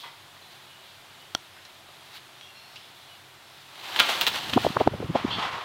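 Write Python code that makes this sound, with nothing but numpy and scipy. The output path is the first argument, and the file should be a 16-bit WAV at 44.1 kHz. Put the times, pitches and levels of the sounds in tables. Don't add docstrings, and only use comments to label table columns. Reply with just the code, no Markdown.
import sys
import numpy as np
from scipy import signal
from scipy.fft import rfft, irfft, next_fast_len
from scipy.io import wavfile
from scipy.ndimage import map_coordinates

SR = 44100
rng = np.random.default_rng(int(sys.argv[2]) if len(sys.argv) > 2 else 0)


def log_audio(samples):
    frames = np.atleast_2d(samples).T
    limited = np.clip(frames, -1, 1)
    pcm = np.round(limited * 32767).astype(np.int16)
    wavfile.write(sys.argv[1], SR, pcm)


N = 248724
TIME = np.arange(N) / SR


def amp(db):
    return 10 ** (np.asarray(db) / 20)


def unit(x):
    return x / np.sqrt(np.mean(x ** 2) + 1e-20)


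def along(points, hz):
    f, v = np.transpose(points)
    return np.interp(np.log(hz + 1), np.log(f + 1), v)


def level(rows, fade):
    s, db = np.transpose(rows)
    outside = np.abs(TIME - np.clip(TIME, s[0], s[-1]))
    return amp(np.interp(TIME, s, db)) * np.exp(-outside / fade)


def swell(s, rise, fall):
    return np.exp(-np.where(TIME < s, (s - TIME) / rise, (TIME - s) / fall))


def wobble(rate, size=N):
    knots = rng.standard_normal(size // 4 + 8)
    return map_coordinates(knots, [np.arange(size) * rate / SR], mode="mirror")


def filtered(x, response):
    m = next_fast_len(N + 8192)
    return irfft(rfft(x, m) * response(np.fft.rfftfreq(m, 1 / SR)), m)[:N]


def coloured(spectrum, gain=1):
    return unit(filtered(rng.standard_normal(N) * gain, lambda hz: amp(along(spectrum, hz))))


def noise_band(width_hz, cycles):
    size = next_fast_len(len(cycles))
    z = rng.standard_normal(size) + 1j * rng.standard_normal(size)
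    z = np.fft.ifft(z / (1 + (np.fft.fftfreq(size, 1 / SR) / width_hz * 2) ** 4) ** .5)
    z /= np.sqrt(np.mean(np.abs(z) ** 2) / 2)
    return np.real(z[:len(cycles)] * np.exp(2j * np.pi * cycles))


def resonant(modes):
    return sum(amp(db) * noise_band(width, hz * TIME) for hz, width, db in modes)


def causal(gain):
    cep = irfft(np.log(np.maximum(gain, 1e-6)))
    half = len(cep) // 2
    return irfft(np.exp(rfft(np.r_[cep[0], 2 * cep[1:half], np.zeros(half)])))


def add(track, s, sound):
    i = max(round(s * SR), 0)
    track[i:i + len(sound)] += sound[:max(N - i, 0)]


# (frequency [Hz], level [dB])
AIR_COLOUR = [(15, -48), (25, -2), (74, -13.5), (99, -8.5), (189, -3.5), (235, -8), (382, -2.5),
              (437, -6.5), (473, -8), (691, 0), (1820, -3.5), (3490, -4), (5670, -13.5), (14200, -19.5),
              (15800, -25)]
# (frequency [Hz], width [Hz], level [dB])
DRONES = [(96.3, 14, -68), (133, 20, -67)]
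# (time [s], level [dB])
TWITTER = [(0, -45.5), (.17, -54), (2.6, -57), (3.03, -51), (3.42, -64)]
# (frequency [Hz], level [dB])
TWITTER_COLOUR = [(1500, -46), (2600, -14), (3350, -0.5), (4100, -3.5), (5000, -13), (7000, -25)]


def air(hush_db=-51.14):
    hush = amp(hush_db + .22 * wobble(7.4)) * coloured(AIR_COLOUR)
    drones = np.zeros(N)
    for hz, width, db in DRONES:
        band = filtered(rng.standard_normal(N), lambda f: np.exp(-2 * ((f - hz) / width) ** 2))
        drones += amp(db) * unit(band)
    twitter = amp(-3 + 2 * wobble(13)) * level(TWITTER, fade=2) * coloured(TWITTER_COLOUR)
    return hush + drones + twitter


# (frequency [Hz], width [Hz], level [dB])
PANEL_MODES = [(748, 32, -56), (947, 55, -45), (1170, 56, -53), (2010, 60, -46), (3220, 150, -54)]


def panel_bump():
    rattle = amp(-41) * coloured(FAR_WING_COLOUR)
    ring = amp(.5) * resonant(PANEL_MODES)
    return swell(.042, rise=.008, fall=.034) * (ring + rattle)


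# (time [s], level [dB], pitch [Hz], fall [s])
GLOVE_TICKS = [(.367, -47.5, 1380, .008), (1.565, -49, 1914, .025), (1.651, -44.5, 4210, .009),
               (1.888, -50.5, 900, .02), (2.168, -44, 3040, .01), (2.411, -35.5, 3200, .002),
               (2.759, -40, 3900, .009)]


def glove_ticks():
    out, t = np.zeros(N), np.arange(4096) / SR
    for s, db, hz, fall in GLOVE_TICKS:
        rasp = noise_band(.6 * hz, hz * t)
        add(out, s, amp(db) * np.exp(-t / fall) * rasp)
    return out


# (time [s], length [s], pitch [Hz], glide [share of pitch], level [dB])
BIRD_NOTES = [(.41, .09, 4080, 0, -56), (.67, .18, 2980, -.03, -59), (1.181, .07, 2930, .02, -57),
              (2.413, .075, 3300, 0, -51.5), (2.413, .24, 2790, -.03, -55.3), (2.535, .22, 4210, .04, -57),
              (2.52, .32, 5500, -.025, -65.5), (2.758, .014, 2920, 0, -38.5),
              (3.082, .083, 2990, -.01, -58)]


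def small_birds(faint_count=10, blur_hz=22, wavers_per_note=7):
    out = np.zeros(N)
    faint = [(rng.uniform(0, N / SR), .12, rng.uniform(4000, 6300), rng.normal(0, .02), -65.5)
             for _ in range(faint_count)]
    for s, length, hz, glide, db in BIRD_NOTES + faint:
        progress = np.minimum(np.arange(16384) / SR / length, 2)
        pitch = hz * (1 + glide * np.minimum(progress, 1))
        effort = (1 - np.exp(-progress / .07)) * np.exp(-progress ** 3)
        width_hz = blur_hz * (hz / 3000) ** 4 + wavers_per_note / length
        add(out, s, amp(db) * effort * noise_band(width_hz, np.cumsum(pitch) / SR))
    return out


def feathers(spectrum, grain_db, flutter_db):
    return coloured(spectrum, gain=amp(grain_db * wobble(1500) + flutter_db * wobble(90)))


# (time [s], level [dB], rise [s], fall [s])
RUFFLES = [(.52, -53, .02, 0.051), (2.168, -44, 0.068, 0.013), (2.745, -53.5, 0.053, .02),
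           (2.98, -58, .04, 0.12), (3.58, -55, 0.15, 0.16), (3.9, -45.5, 0.081, .03)]
# (frequency [Hz], level [dB])
PLUMAGE_COLOUR = [(300, -25), (1000, -5), (2500, -3.5), (3900, 1.5), (5500, -10), (8000, -18.5),
                  (15000, -18)]


def ruffles():
    motion = sum(amp(db) * swell(s, rise, fall) for s, db, rise, fall in RUFFLES)
    return motion * feathers(PLUMAGE_COLOUR, grain_db=1.5, flutter_db=1.3)


# (frequency [Hz], level [dB], time to fall 60 dB [s])
PLASTIC_MODES = [(330, -19, 0.014), (685, -11, 0.008), (1385, -17, 0.019), (1560, -34, 0.015),
                 (3280, -9.5, 0.011), (4400, -13, 0.0092), (5700, -8, 0.0049), (8350, -20.5, .004),
                 (12300, -21, 0.0032)]


def plastic_click(start_s=1.3495, attack_s=.0004):
    out, t = np.zeros(N), np.arange(2048) / SR
    ring = sum(amp(db - 60 * t / t60) * np.cos(2 * np.pi * hz * t) for hz, db, t60 in PLASTIC_MODES)
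    add(out, start_s, ring * (1 - np.exp(-t / attack_s)))
    return out


# (time [s], distance [0 at the microphone, 1 at the far end])
FLIGHT_PATH = [(3.85, .12), (4.0, .27), (4.1, .07), (4.66, .03), (4.8, .8), (5.15, .995)]
# (time [s], level [dB], rise [s])
WING_STROKES = [(3.964, -29, .005), (4.003, -20.5, .009), (4.103, -24.5, .024), (4.223, -25.5, .011),
                (4.277, -20, .005), (4.358, -29, .027), (4.499, -31.5, .009), (4.538, -32, .007),
                (4.638, -32.5, .026), (4.805, -35, .014), (5.157, -30.5, .009), (5.28, -37, .005),
                (5.393, -29, .007), (5.43, -30, .022), (5.532, -35, .008)]
# (time [s], level [dB])
WING_RUSTLE = [(3.66, -61), (3.85, -41), (4.11, -29.5), (4.3, -37), (4.73, -39.5), (4.88, -45.5),
               (5.14, -46), (5.33, -36.5), (5.64, -40)]
# (frequency [Hz], level [dB])
NEAR_WING_COLOUR = [(47, -24), (80, -23.5), (393, -4.5), (449, -11), (714, -0.5), (1090, -2.5), (1160, -4),
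                    (2360, -3.5), (3010, 0), (4190, -3), (5230, -12), (9290, -21.5), (14800, -22),
                    (15800, -31)]
# (frequency [Hz], level [dB])
FAR_WING_COLOUR = [(150, -41), (250, -22), (546, -12), (595, -11.5), (638, -9.5), (1020, -2.5), (1490, -9),
                   (1660, -11.5), (1810, -10), (2190, -12.5), (3370, -12.5), (8460, -40), (15800, -56)]


def wings(fall_over_rise=1.35, far_linger_s=.045):
    path = np.transpose(FLIGHT_PATH)
    power = level(WING_RUSTLE, fade=.055) ** 2
    for s, db, rise in WING_STROKES:
        fall = fall_over_rise * rise + far_linger_s * np.interp(s, *path) ** 2
        power += (amp(db) * swell(s, rise, fall)) ** 2
    distance = np.interp(TIME, *path)
    near = feathers(NEAR_WING_COLOUR, grain_db=2, flutter_db=1.1)
    far = feathers(FAR_WING_COLOUR, grain_db=.1, flutter_db=.9)
    return np.sqrt(power * (1 - distance)) * near + np.sqrt(power * distance) * far


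# (time [s], level [dB], treble tilt [dB/octave], weaker cracks before [count], and after [count])
CRACKS = [(3.962, -11.5, -4, 0, 0), (3.9911, -6, -4.5, 0, 0), (3.9966, -3, 0.5, 0, 0),
          (4.0008, 2.5, -3.8, 0, 1), (4.2122, -1.5, 3.5, 0, 1), (4.2674, -3, 1.8, 0, 1),
          (4.2818, -6.5, 4, 0, 0), (4.5351, -8.5, -3, 0, 0), (4.619, -21, 5, 0, 0), (4.8, -21, -5, 0, 0)]
# (frequency [Hz], level [dB])
CRACK_COLOUR = [(88, -30), (150, -30), (447, -29.5), (1210, -7), (2300, -2.5), (2900, -1.5), (3200, 4),
                (4280, -5.5), (4720, -11), (11300, -33.5), (14300, -21), (15800, -18.5)]


def sharp_cracks(gap_s=.005, loss_db=6.5, stray_count=14, rattle=.068, rattle_t60=.036):
    out, t, hz = np.zeros(N), np.arange(2048) / SR, np.fft.rfftfreq(1024, 1 / SR)
    cracks = [(s + k * gap_s, db - loss_db * abs(k), tilt_db)
              for s, db, tilt_db, before, after in CRACKS for k in range(-before, after + 1)]
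    stray_quills = [(rng.uniform(4.02, 4.66), rng.normal(-28, 2), 4) for _ in range(stray_count)]
    for s, db, tilt_db in cracks + stray_quills:
        pulse = causal(amp(along(CRACK_COLOUR, hz) + tilt_db * np.log2((hz + 500) / 3000)))
        blow = rattle * rng.standard_normal(len(t)) * amp(-60 * t / rattle_t60)
        blow[0] = 1
        add(out, s, amp(db) * np.convolve(blow, pulse / np.abs(pulse).max()))
    return out


def eddy(t, hz, half_s, skirt=.12):
    phase = 2 * np.pi * (hz * t + rng.random()) + wobble(hz, len(t))
    shape = (1 - skirt) * np.exp(-(t / half_s) ** 2) + skirt / (1 + (t / half_s / 2) ** 4)
    whirls = .25 * wobble(3.5 * hz, len(t)) + .3 * wobble(1.3 * hz, len(t))
    swings = shape * (np.sin(phase) + whirls)
    return swings * np.linalg.norm(shape) / np.linalg.norm(swings) / np.sqrt(2)


# (time [s], level [dB], pitch [Hz], half length [cycles])
EDDIES = [(4.54, -29, 240, 3), (4.567, -9, 215, .9), (4.5765, -8.5, 750, 2.4), (4.65, -13, 620, 1.4),
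          (4.667, -7.5, 610, .95), (4.705, -20, 240, .5), (4.769, -9.5, 860, 1.7),
          (4.8115, -11.5, 630, 3.8), (4.8758, -2.3, 720, .65), (4.94, -25, 560, 2),
          (5.005, -22.5, 400, 1.2), (5.03, -23.5, 480, 2), (5.108, -26, 230, 1.8), (5.157, -12, 600, 3.2),
          (5.25, -14.5, 261, 1.1), (5.388, -29, 290, 1.5)]
# (time [s], level [dB])
WASH = [(4.25, -51), (4.56, -42), (4.72, -44), (4.85, -40.5), (5.15, -40), (5.64, -49.5)]
# (frequency [Hz], level [dB])
WASH_COLOUR = [(25, -13), (60, -4.5), (120, 6), (220, -3.5), (350, -6.5), (550, -14), (1200, -60)]


def wing_wash(slowest_hz=85, tip_s=.0012):
    pressure, t = np.zeros(N), np.arange(-2048, 2048) / SR
    for s, db, hz, cycles in EDDIES:
        core = eddy(t, hz, half_s=cycles / hz)
        swirl = amp(-14.5) * eddy(t, 115 + .25 * hz, half_s=.008)
        add(pressure, s + t[0], amp(db) * (core + swirl))
    gusts = filtered(pressure, lambda hz: hz ** 2 / np.hypot(hz ** 2, slowest_hz ** 2))
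    tips = sum(amp(2 * db - 18) * swell(s, tip_s, tip_s) for s, db, _, _ in EDDIES)
    hiss = tips * coloured(FAR_WING_COLOUR)
    stirred = coloured(WASH_COLOUR, gain=amp(5.5 * wobble(60)))
    return gusts + hiss + amp(1.5) * level(WASH, fade=.17) * stirred


# (frequency [Hz], width [Hz], level [dB])
THROAT_MODES = [(3300, 390, -31), (4040, 1000, -39.5), (2740, 250, -42)]


def high_call(start_s=5.302, rise_s=.016, hold_s=.035, fall_s=.034):
    t = np.maximum(TIME - start_s, 0)
    effort = np.minimum(t / rise_s, 1) ** .5 * np.exp(-np.maximum(t - hold_s, 0) / fall_s)
    return amp(.3) * effort * resonant(THROAT_MODES)


# (frequency [Hz], time to fall 60 dB [s])
AVIARY_DECAY = [(150, 0.29), (1000, .42), (4000, 0.35), (14000, 0.25)]


def aviary(x):
    hz, t, z = signal.stft(rng.standard_normal(SR // 2), SR, nperseg=256)
    tail = signal.istft(z * amp(-60 * t / along(AVIARY_DECAY, hz)[:, None]), SR, nperseg=256)[1]
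    return signal.fftconvolve(x, np.pad(tail / np.linalg.norm(tail), (SR // 200, 0)))[:N]


def scene():
    plumage, cracks, click = wings() + ruffles(), sharp_cracks(), plastic_click()
    small_sounds = high_call() + glove_ticks() + panel_bump()
    birds = small_birds()
    echo = aviary(amp(-13) * plumage + amp(-8.5) * (cracks + small_sounds)
                  + amp(-5.5) * birds + amp(-26) * click)
    bed = amp(1) * plumage + small_sounds + birds + echo + air()
    dip = amp(-4 * swell(4.886, rise=.003, fall=.03))
    return (dip * bed + cracks + wing_wash() + click)[None]


def record(dry, low_cut_hz=65, ceiling=.9, top_hz=15800):
    heard = filtered(dry[0], lambda hz: 1j * hz / (low_cut_hz + 1j * hz))
    clipped = np.clip(heard, -ceiling, ceiling)
    return filtered(clipped, lambda hz: hz < top_hz)[None]


dry = scene()
out = record(dry)
log_audio(out)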